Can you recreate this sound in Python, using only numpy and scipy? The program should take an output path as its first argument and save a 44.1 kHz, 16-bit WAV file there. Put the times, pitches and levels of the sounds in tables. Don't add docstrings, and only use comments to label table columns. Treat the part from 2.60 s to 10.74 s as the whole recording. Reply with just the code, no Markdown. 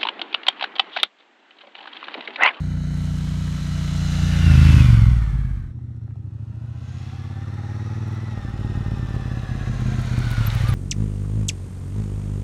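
import sys
import numpy as np
from scipy import signal
from scipy.fft import rfft, irfft
from scipy.io import wavfile
from scipy.ndimage import uniform_filter1d

SR = 44100
rng = np.random.default_rng(int(sys.argv[2]) if len(sys.argv) > 2 else 0)


def persist_wave(psi):
    counts = np.round(np.clip(psi, -1, 1) * 32767).astype(np.int16)
    wavfile.write(sys.argv[1], SR, np.atleast_2d(counts).T)


N = 358974

# time_s, share
PIPES_IN_VIEW = [(1.5, 0.03), (1.8, 0.37), (1.86, 1)]
# time_s, cycles_per_s
SECOND_SPEED = [(2.6, 18.47), (3.03, 15.03), (3.31, 14.87), (3.64, 12.59), (4.39, 16.18), (4.97, 18.27),
                (5.65, 19.82), (5.88, 17.55), (5.94, 18.85), (6.01, 18.75), (7.68, 15.05), (7.8, 14.27),
                (7.95, 12.47), (8.14, 11.76)]
# time_s, share_shut
THROTTLE_SHUT = [(5.68, 0), (5.8, 1)]


def undb(db):
    return 10 ** (np.asarray(db) / 20)


def curve(rows):
    times, values = np.transpose(rows)
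    return np.interp(np.arange(N) / SR, times, values)


def unit(x):
    return x / np.sqrt(np.mean(x ** 2))


def steady(x):
    size = SR // 4
    return x / np.sqrt(uniform_filter1d(uniform_filter1d(x ** 2, size), size) + 1e-12)


def blend(a, b, rows):
    share = np.clip(curve(rows), 0, 1)
    return a * np.sqrt(1 - share) + b * np.sqrt(share)


def walk(rate_hz):
    step = max(int(SR / rate_hz), 8)
    held = rng.standard_normal(N // 8 + 1)[np.arange(N) // step]
    return unit(uniform_filter1d(uniform_filter1d(held, step), step))


def colour(x, points, peaks=(), rise=0):
    size = 16384
    freq = np.maximum(np.arange(size // 2 + 1) * SR / size, 1)
    hz, db = np.transpose(points)
    octaves_outside = np.abs(np.log2(freq / np.clip(freq, hz[0], hz[-1])))
    db = np.interp(np.log(freq), np.log(hz), db) - 24 * octaves_outside
    for centre, width, boost in peaks:
        db = db + boost / (1 + (2 * (freq - centre) / width) ** 2)
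    cepstrum = irfft(np.log(undb(db)))
    cepstrum[1:size // 2] *= 2 - rise
    cepstrum[size // 2 + 1:] *= rise
    response = np.roll(irfft(np.exp(rfft(cepstrum))), size // 2)
    return signal.fftconvolve(x, response)[size // 2:][:N]


def band(x, low_hz, high_hz, order=3):
    edges = [max(low_hz, 20), min(high_hz, SR / 2 - 100)]
    return signal.sosfilt(signal.butter(order, edges, "band", fs=SR, output="sos"), x)


def delayed(x, lag_s):
    n = np.arange(N)
    return np.interp(n - lag_s * SR, n, x)


def ride(nearest_s, nearest_m, speed_m_s):
    along = speed_m_s * (np.arange(N) / SR - nearest_s)
    distance = np.hypot(along, nearest_m)
    return distance / nearest_m, (np.maximum(along, 0) / distance) ** 2


def carried(parts, distance, hidden):
    return {name: undb(near_db - doubling_db * np.log2(distance) - hidden_db * hidden)
            for name, (near_db, doubling_db, hidden_db) in parts.items()}


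def crank(speed, start):
    return start + np.cumsum(curve(speed)) / SR


def firings(cycles, scatter_db, jitter_s, lead_s, second_db=0, pops=()):
    marks = (np.arange(np.ceil(cycles[-1]))[:, None] + [0, 270 / 720]).ravel()
    chance = rng.standard_normal((len(marks), 2))
    at = np.interp(marks, cycles, np.arange(N), left=-SR, right=2 * N)
    at += SR * (jitter_s * chance[:, 0] - lead_s)
    db = scatter_db * chance[:, 1] + second_db * (np.arange(len(marks)) % 2)
    for time_s, pop_db in pops:
        db[np.argmin(np.abs(at - time_s * SR))] = pop_db
    inside = (at >= 0) & (at < N)
    return np.bincount(at[inside].astype(int), undb(db[inside]), N)


def exhaust(pulses, ring, gas_db, steep_s, rise):
    wave = steady(colour(pulses, ring, rise=rise))
    wave = delayed(wave, steep_s * delayed(wave, steep_s * wave))
    puff = signal.lfilter([1], [1, -np.exp(-1 / (.014 * SR))], pulses)
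    gas = band(puff * rng.standard_normal(N), 170, 390, order=2)
    return wave + undb(gas_db) * steady(gas)


def first_exhaust(cycles):
    # freq_hz, relative_db
    head_on = [(30, 1), (60, 9.5), (90, 6.5), (120, -5.5), (150, 10.5), (180, 8), (210, -27), (240, -3),
               (270, -6), (300, -19.5), (330, -18), (385, -27), (480, -25), (540, -24.5), (700, -38),
               (900, -28), (1500, -43)]
    broadside = [(25, -26), (45, -3.5), (60, -3.5), (80, 2.5), (110, 10), (140, -4), (170, -2.5),
                 (220, -20), (280, -19.5), (380, -36), (600, -55), (1500, -37.5)]
    going_away = [(25, -35), (40, 4), (58, 13.5), (80, -2.5), (100, 0.5), (120, 10), (160, -7.5),
                  (220, -15.5), (280, -32), (380, -35), (600, -60), (1500, -65)]
    # time_s, db_over_usual_firing
    pops = [(.98, -5), (1.63, 2.5), (1.99, .8), (2.126, -2), (2.143, .2), (2.205, 1.2)]
    # time_s, db_over_usual_firing
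    afterfire = [(2.131, -8), (2.184, -4), (2.737, -0.5), (2.93, -2)]
    # time_s, share
    tail_on = [(2.27, 0), (2.522, 1)]
    bang_s, bang_db = np.transpose(afterfire)
    bangs = np.bincount((bang_s * SR).astype(int), undb(bang_db), N)
    even = firings(cycles, scatter_db=.25, jitter_s=.00003, lead_s=.003, second_db=-3.5, pops=pops)
    easing = firings(cycles, scatter_db=.4, jitter_s=.0001, lead_s=.003, pops=pops) + bangs
    closed = firings(cycles, scatter_db=1.2, jitter_s=.0003, lead_s=.004, second_db=-2.5) + bangs
    front = exhaust(even, head_on, gas_db=-36, steep_s=.00003, rise=.073)
    side = exhaust(easing, broadside, gas_db=-33, steep_s=.00007, rise=.42)
    behind = exhaust(closed, going_away, gas_db=-55, steep_s=.0001, rise=.54)
    return blend(front, blend(side, behind, tail_on), PIPES_IN_VIEW)


def rolling(cycles, cases, beat, spectrum=None):
    # freq_hz, relative_db
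    side_spectrum = [(260, -43), (450, 0.5), (930, 2), (1450, 5.5), (2130, -7.5), (2620, -14),
                     (2820, -11.5), (7500, -27), (11700, -34), (12600, -38), (15500, -44)]
    valves = 1 + beat * np.cos(2 * np.pi * 4 * cycles) + beat * np.cos(2 * np.pi * cycles)
    impacts = rng.standard_normal(N) * valves * undb(1.53 * walk(900))
    return steady(colour(impacts, spectrum or side_spectrum, cases))


def glancing(x, gain, drift):
    lags = [.0005, .0009, .0014, .0021, .003]
    return x + sum(gain * walk(2.518) * delayed(x, lag_s * (1 + drift * walk(1.407))) for lag_s in lags)


def treble_swells(noise):
    # peak_s, half_length_s, centre_hz, width_hz, boost_db
    swells = [(1.5, 0.16, 6630, 1100, 2.5), (4.313, .15, 6550, 800, 6.5), (5.322, 0.3, 5660, 910, 5.5),
              (7.33, 0.26, 6750, 700, 7), (7.625, 0.22, 4200, 600, 4.5)]
    t = np.arange(N) / SR
    out = noise.copy()
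    for peak_s, half_length_s, hz, width, db in swells:
        boost = (undb(db) - 1) * np.exp(-((t - peak_s) / half_length_s) ** 2)
        out += boost * band(noise, hz - width / 2, hz + width / 2, order=1)
    return out


def running_gear(noise, gain, clatter_db, hiss_db):
    noise = glancing(noise, gain=.13, drift=.04)
    roar = steady(band(noise, 450, 2200)) * gain["roar"]
    clatter = steady(band(noise, 2200, 7000, order=5)) * gain["clatter"] * undb(clatter_db)
    hiss = steady(band(noise, 7000, 17000, order=5)) * gain["hiss"] * undb(hiss_db)
    return roar + treble_swells(clatter + hiss)


def gears(cycles, meshes, flutter, backlash, throb, surge=0):
    shaft = cycles + flutter * walk(45) + surge * np.sin(2 * np.pi * cycles)
    load = unit(1 + throb * np.cos(2 * np.pi * cycles))
    tones = 0
    for teeth, db in meshes:
        rattle = walk(70) + 1j * walk(70) + walk(400) / 2
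        rasp = load * (1 + backlash * rattle) / np.hypot(1, 1.5 * backlash)
        tones = tones + undb(db) * np.real(rasp * np.exp(2j * np.pi * teeth * shaft))
    return tones


def engine_braking(cycles):
    slowing = -np.gradient(np.gradient(cycles)) * SR ** 2
    full_slowing = 4
    return uniform_filter1d(np.clip(slowing / full_slowing, 0, 1), size=SR // 8)


def transmission(cycles, primary, meshes, gain, nearest_s, beam_db, hum_db, surge):
    # centre_hz, width_hz, boost_db
    cover = [(1176, 95, 8), (1436, 120, 4)]
    whine = gears(cycles, primary, flutter=.001, backlash=.38, throb=.15, surge=surge)
    whine = colour(whine, [(200, 0), (16000, 0)], cover)
    hum = gears(cycles, meshes, flutter=.0024, backlash=.55, throb=.45)
    beam = np.exp(-((np.arange(N) / SR - nearest_s + .19) / .15) ** 2)
    whine_db = 3 * engine_braking(cycles) + beam_db * beam
    return whine * gain["whine"] * undb(whine_db) + hum * gain["gearbox"] * undb(hum_db)


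def tappets(cycles, ring_s=.004, scatter_db=3):
    # place_in_cycle, relative_db
    valves = [(.1, 0), (.36, -10), (.6, -7), (.85, -9)]
    taps = 0
    for place, db in valves:
        turns = np.floor(cycles - place).astype(int)
        strength = undb(db + scatter_db * rng.standard_normal(turns[-1] + 1))
        taps = taps + np.diff(turns, prepend=turns[0]) * strength[turns]
    ring = signal.lfilter([1], [1, -np.exp(-1 / (ring_s * SR))], taps)
    spectrum = [(5000, 4.5), (8800, 2), (11300, -5), (13000, -10), (15200, -9)]
    return unit(colour(ring * rng.standard_normal(N), spectrum))


def first_pass(nearest_s=2.122):
    # time_s, cycles_per_s
    speed = [(0.0, 29.93), (0.96, 29.81), (1.74, 29.02), (1.82, 28.6), (1.96, 25.8), (2.05, 26.9),
             (2.18, 25.9), (2.3, 23.5), (2.64, 18.03), (3.1, 14.9)]
    carry = {"exhaust": (-8.5, 3.26, 3.9), "roar": (-36, 6.24, 6.5), "clatter": (-33, 6.95, 18.7),
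             "hiss": (-47, 4.5, 17.7), "whine": (-41, 9.7, 7.7), "gearbox": (-38, 4.1, 24)}
    # time_s, gain_db
    exhaust_loudness = [(0, -6.5), (.7, -7), (1.05, -10), (1.5, -8), (1.83, -7), (1.87, 1), (2.06, 1.4),
                        (2.2, 1.3), (2.39, -.5), (2.5, 1), (2.58, -2.5)]
    # freq_hz, relative_db
    front_spectrum = [(260, -45), (450, -13), (1130, 0.5), (1350, 2.5), (1540, -12), (2010, -5),
                      (2190, -29), (2910, -6.5), (3970, -9.5), (4530, -13), (6570, -10.5), (11700, -27.5),
                      (15500, -38)]
    # centre_hz, width_hz, boost_db
    cases = [(1370, 290, 2), (1940, 630, 0.5), (2770, 190, -8), (4060, 430, 7.5), (6650, 110, 0.5),
             (9200, 160, 6.5), (9570, 350, -7), (11500, 180, 7)]
    # time_s, share_of_side_tone
    front_fade = [(1.5, 0.83), (1.759, 0.96), (1.86, 1)]
    # time_s, gain_db
    straighten = [(.2, -4), (.4, 1.5)]
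    # teeth_per_cycle, relative_db
    primary = [(53, -7), (100, 2), (200, -11)]
    gearbox = [(22.2, -10), (44.5, -8.5), (66.7, -13.5)]
    cycles = crank(speed, start=.762)
    distance, behind = ride(nearest_s, nearest_m=4.49, speed_m_s=11.67)
    gain = carried(carry, distance, behind)
    pipes = first_exhaust(cycles) * gain["exhaust"] * undb(curve(exhaust_loudness))
    front = rolling(cycles, cases, beat=.013, spectrum=front_spectrum)
    side = rolling(cycles, cases=(), beat=.032)
    drive = transmission(cycles, primary, gearbox, gain, nearest_s, beam_db=3.5, hum_db=1, surge=.0017)
    ticking = tappets(cycles) * gain["hiss"] * curve(PIPES_IN_VIEW) * undb(-14.5)
    buffeting = unit(band(rng.standard_normal(N), 20, 110, order=2)) * undb(-44 + 2.5 * walk(4))
    hiss_db = curve(straighten)
    running = running_gear(blend(front, side, front_fade), gain, hiss_db / 2, hiss_db)
    return pipes + running + drive + ticking + buffeting


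def breeze(level_db):
    # freq_hz, relative_db
    spectrum = [(15, -13), (40, -47), (100, 1.5), (300, -12), (1000, -55)]
    return unit(colour(rng.standard_normal(N), spectrum)) * undb(level_db + 1.2 * walk(.93))


def second_exhaust(cycles):
    # freq_hz, relative_db
    pulling = [(25, -18.5), (50, -19), (75, 4.5), (95, 8), (115, 12), (140, 3), (170, -10), (215, -22.5),
               (250, -15), (300, -20), (370, -27), (480, -47.5), (1500, -77.5)]
    overrun = [(25.0, -15), (40.0, -4), (55.0, 6), (75.0, 12.5), (95.0, 3.5), (115.0, 8.5), (140.0, 5),
               (170.0, -5.5), (220.0, -11.5), (280.0, -7), (380.0, -22), (600.0, -24), (1500.0, -69)]
    cornering = [(25, -7), (45, 1), (58, 9.5), (72, -28), (95, 7), (120, 9.5), (140, -0.5), (170, -14.5),
                 (210, -2.5), (280, -20), (380, -44), (600, -47), (1500, -68)]
    abreast = [(25, -21), (45, 16), (60, 8), (80, -2), (100, 11.5), (120, 14.5), (140, 0.5), (180, -7),
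               (220, -26), (280, -34), (380, -30), (600, -41), (1500, -56)]
    # time_s, db_over_usual_firing
    pops = [(5.772, 4.5), (5.847, 3.5), (6.168, 2.5), (6.2, 0.5), (6.31, 2), (6.425, 1), (6.535, 1),
            (6.558, 3), (6.65, 1.5), (6.71, 2.5), (6.768, 2), (6.835, .5), (6.912, 3), (7.09, 0),
            (7.277, 1), (7.378, 3), (7.573, 5), (7.8, 1), (7.87, 2), (7.948, 2), (8.028, 0), (8.08, -1.5),
            (8.11, -2)]
    # time_s, share
    in_bend = [(6.8, 0.4), (7.12, 0.99), (7.5, 0.83)]
    # time_s, lag_s
    wall_lag = [(7.0, .0232), (7.6, .0243), (7.9, .0275)]
    # time_s, share
    swing = [(7.621, 0), (7.92, 0.96)]
    even = firings(cycles, scatter_db=.3, jitter_s=.00005, lead_s=.011)
    ragged = firings(cycles, scatter_db=1.7, jitter_s=.0007, lead_s=.004, second_db=-1.5, pops=pops)
    effort = np.clip((curve(SECOND_SPEED) - 12) / 7, 0, 1)
    thuds = -exhaust(even, pulling, gas_db=-56, steep_s=.0005 * effort, rise=0)
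    burble = exhaust(ragged, overrun, gas_db=-21, steep_s=.00026, rise=.35)
    bend = exhaust(ragged, cornering, gas_db=-17, steep_s=.00004, rise=.19)
    bend = steady(bend + .45 * delayed(bend, curve(wall_lag)))
    boom = exhaust(ragged, abreast, gas_db=-24.5, steep_s=.00005, rise=.42)
    coasting = blend(blend(burble, bend, in_bend), boom, swing)
    return blend(thuds, coasting, THROTTLE_SHUT)


def second_pass(nearest_s=7.94, crest_s=3.63, climb_s=1.62):
    carry = {"exhaust": (-18.5, 1.23, 0.37), "roar": (-39.5, 2.52, 16.6), "clatter": (-40.5, 4.11, 15.7),
             "hiss": (-53.5, 4.1, 11.6), "whine": (-44, 1.4, 26), "gearbox": (-50.5, 1, 22)}
    # time_s, gain_db
    exhaust_loudness = [(4.5, -7), (5.5, -2.5), (5.83, -7.5), (6.05, -2.5), (6.3, -2.5), (6.7, -5),
                        (6.95, -6), (7.15, -1.5), (7.9, -4), (8.14, 2.5)]
    # freq_hz, relative_db
    front_spectrum = [(260, -22), (450, 0), (600, -2), (790, -6.5), (958, -4), (1250, -2.5), (1520, -8),
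                      (1840, -6.5), (2230, -21.5), (5420, -23.5), (11500, -47.5), (15500, -52)]
    # centre_hz, width_hz, boost_db
    front_cases = [(795, 43, 12.5), (1330, 60, 2.7), (2060, 24, 5.5), (2586, 150, 6), (3850, 2000, 4),
                   (4700, 560, -7.5), (5170, 84, -4.5), (5800, 320, -2.5), (6400, 270, -1.5),
                   (8800, 180, 3), (11160, 400, 8.5)]
    side_cases = [(620, 120, 3), (800, 200, -4.5), (1820, 110, 3.5), (3980, 500, 2.5)]
    # time_s, share
    head_in_view = [(5.0, 0.6), (6.7, 0.6), (7.1, 0.7), (7.6, 1)]
    # time_s, share
    side_on = [(6.75, 0), (7.15, 0), (7.7, 0.55)]
    # teeth_per_cycle, relative_db
    primary = [(100, -3.5), (200, -14.5), (300, -22)]
    gearbox = [(44.5, 3.5), (66.7, 0.5), (71.5, -2), (89, -5.5), (111.2, -14), (133.4, -25)]
    pull_mesh = [(53, -4.5)]
    t = np.arange(N) / SR
    cycles = crank(SECOND_SPEED, start=.903)
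    distance, _ = ride(nearest_s, nearest_m=2.04, speed_m_s=10.1)
    hidden = (1 - np.clip((t - crest_s) / climb_s, 0, 1)) ** 2
    gain = carried(carry, distance, hidden)
    pipes = second_exhaust(cycles) * gain["exhaust"] * undb(curve(exhaust_loudness))
    front = rolling(cycles, front_cases, beat=.038, spectrum=front_spectrum)
    side = rolling(cycles, side_cases, beat=.046)
    noise = blend(front, side, [(7.1, .043), (7.7, .71)])
    ticking = tappets(cycles) * gain["hiss"] * curve(head_in_view) * undb(-1)
    pulling = 1 - curve(THROTTLE_SHUT)
    surge = .0032 * pulling + .0016 * (1 - pulling) * (17 / curve(SECOND_SPEED)) ** 3
    drive = transmission(cycles, primary, gearbox, gain, nearest_s,
                         beam_db=6.5, hum_db=-6 * curve(side_on), surge=surge)
    drive += gears(cycles, pull_mesh, flutter=.002, backlash=.56, throb=.55) * gain["gearbox"] * pulling
    swell_db = 8 * np.exp(-((t - 4.436) / .25) ** 2)
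    return pipes + running_gear(noise, gain, swell_db, swell_db / 2) + drive + ticking


def grit():
    # start_s, peak_db, centre_hz, width_hz, decay_s
    ticks = [(3.187, -52, 850, 500, .004), (3.477, -48, 1100, 900, .004), (3.508, -46, 1400, 1500, .003),
             (3.557, -46, 850, 600, .004), (5.482, -46, 9000, 12000, .001), (5.548, -48, 9000, 12000, .001),
             (7.416, -42, 9500, 6000, .002), (7.583, -43, 9000, 5000, .002),
             (7.705, -34, 10000, 10000, .001), (7.713, -30, 9000, 12000, .002),
             (7.734, -39, 9000, 6000, .002), (7.870, -36, 14000, 2500, .005),
             (7.902, -22, 3200, 2000, .001), (7.948, -35, 12000, 7000, .004),
             (8.040, -39, 9000, 7000, .003), (8.078, -39, 8600, 1200, .004), (8.085, -32, 4200, 1200, .006),
             (8.086, -37, 11500, 5000, .006)]
    out = np.zeros(N)
    t = np.arange(SR // 20) / SR
    for start_s, db, hz, width, decay_s in ticks:
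        burst = rng.standard_normal(len(t)) * np.exp(-t / decay_s)
        tick = band(burst, hz - width / 2, hz + width / 2)
        out[int(start_s * SR):][:len(t)] += undb(db) * tick / np.abs(tick).max()
    return out


def brake():
    # peak_s, relative_db, pitch_hz, rise_and_decay_s
    chirps = [(7.871, -31, 12500, 0.0035), (8.090, -48, 11450, 0.0035), (8.1, -44, 10800, 0.0055)]
    out, t = np.zeros(N), np.arange(N) / SR
    slip = .25 * walk(450)
    for peak_s, db, hz, decay_s in chirps:
        envelope = 2 * undb(db) * np.exp(-np.abs(t - peak_s) / decay_s)
        out += envelope * np.sin(2 * np.pi * (hz * t + slip))
    return out


def scene():
    # time_s, share_of_second
    dissolve = [(2.62, 0.28), (3.129, 1)]
    bike = blend(first_pass(), second_pass(), dissolve)
    return (bike + grit() + brake() + breeze(level_db=-47))[None]


def record(dry):
    return signal.sosfilt(signal.ellip(10, .1, 80, 15750, fs=SR, output="sos"), dry)


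dry = scene()
out = record(dry)
persist_wave(out)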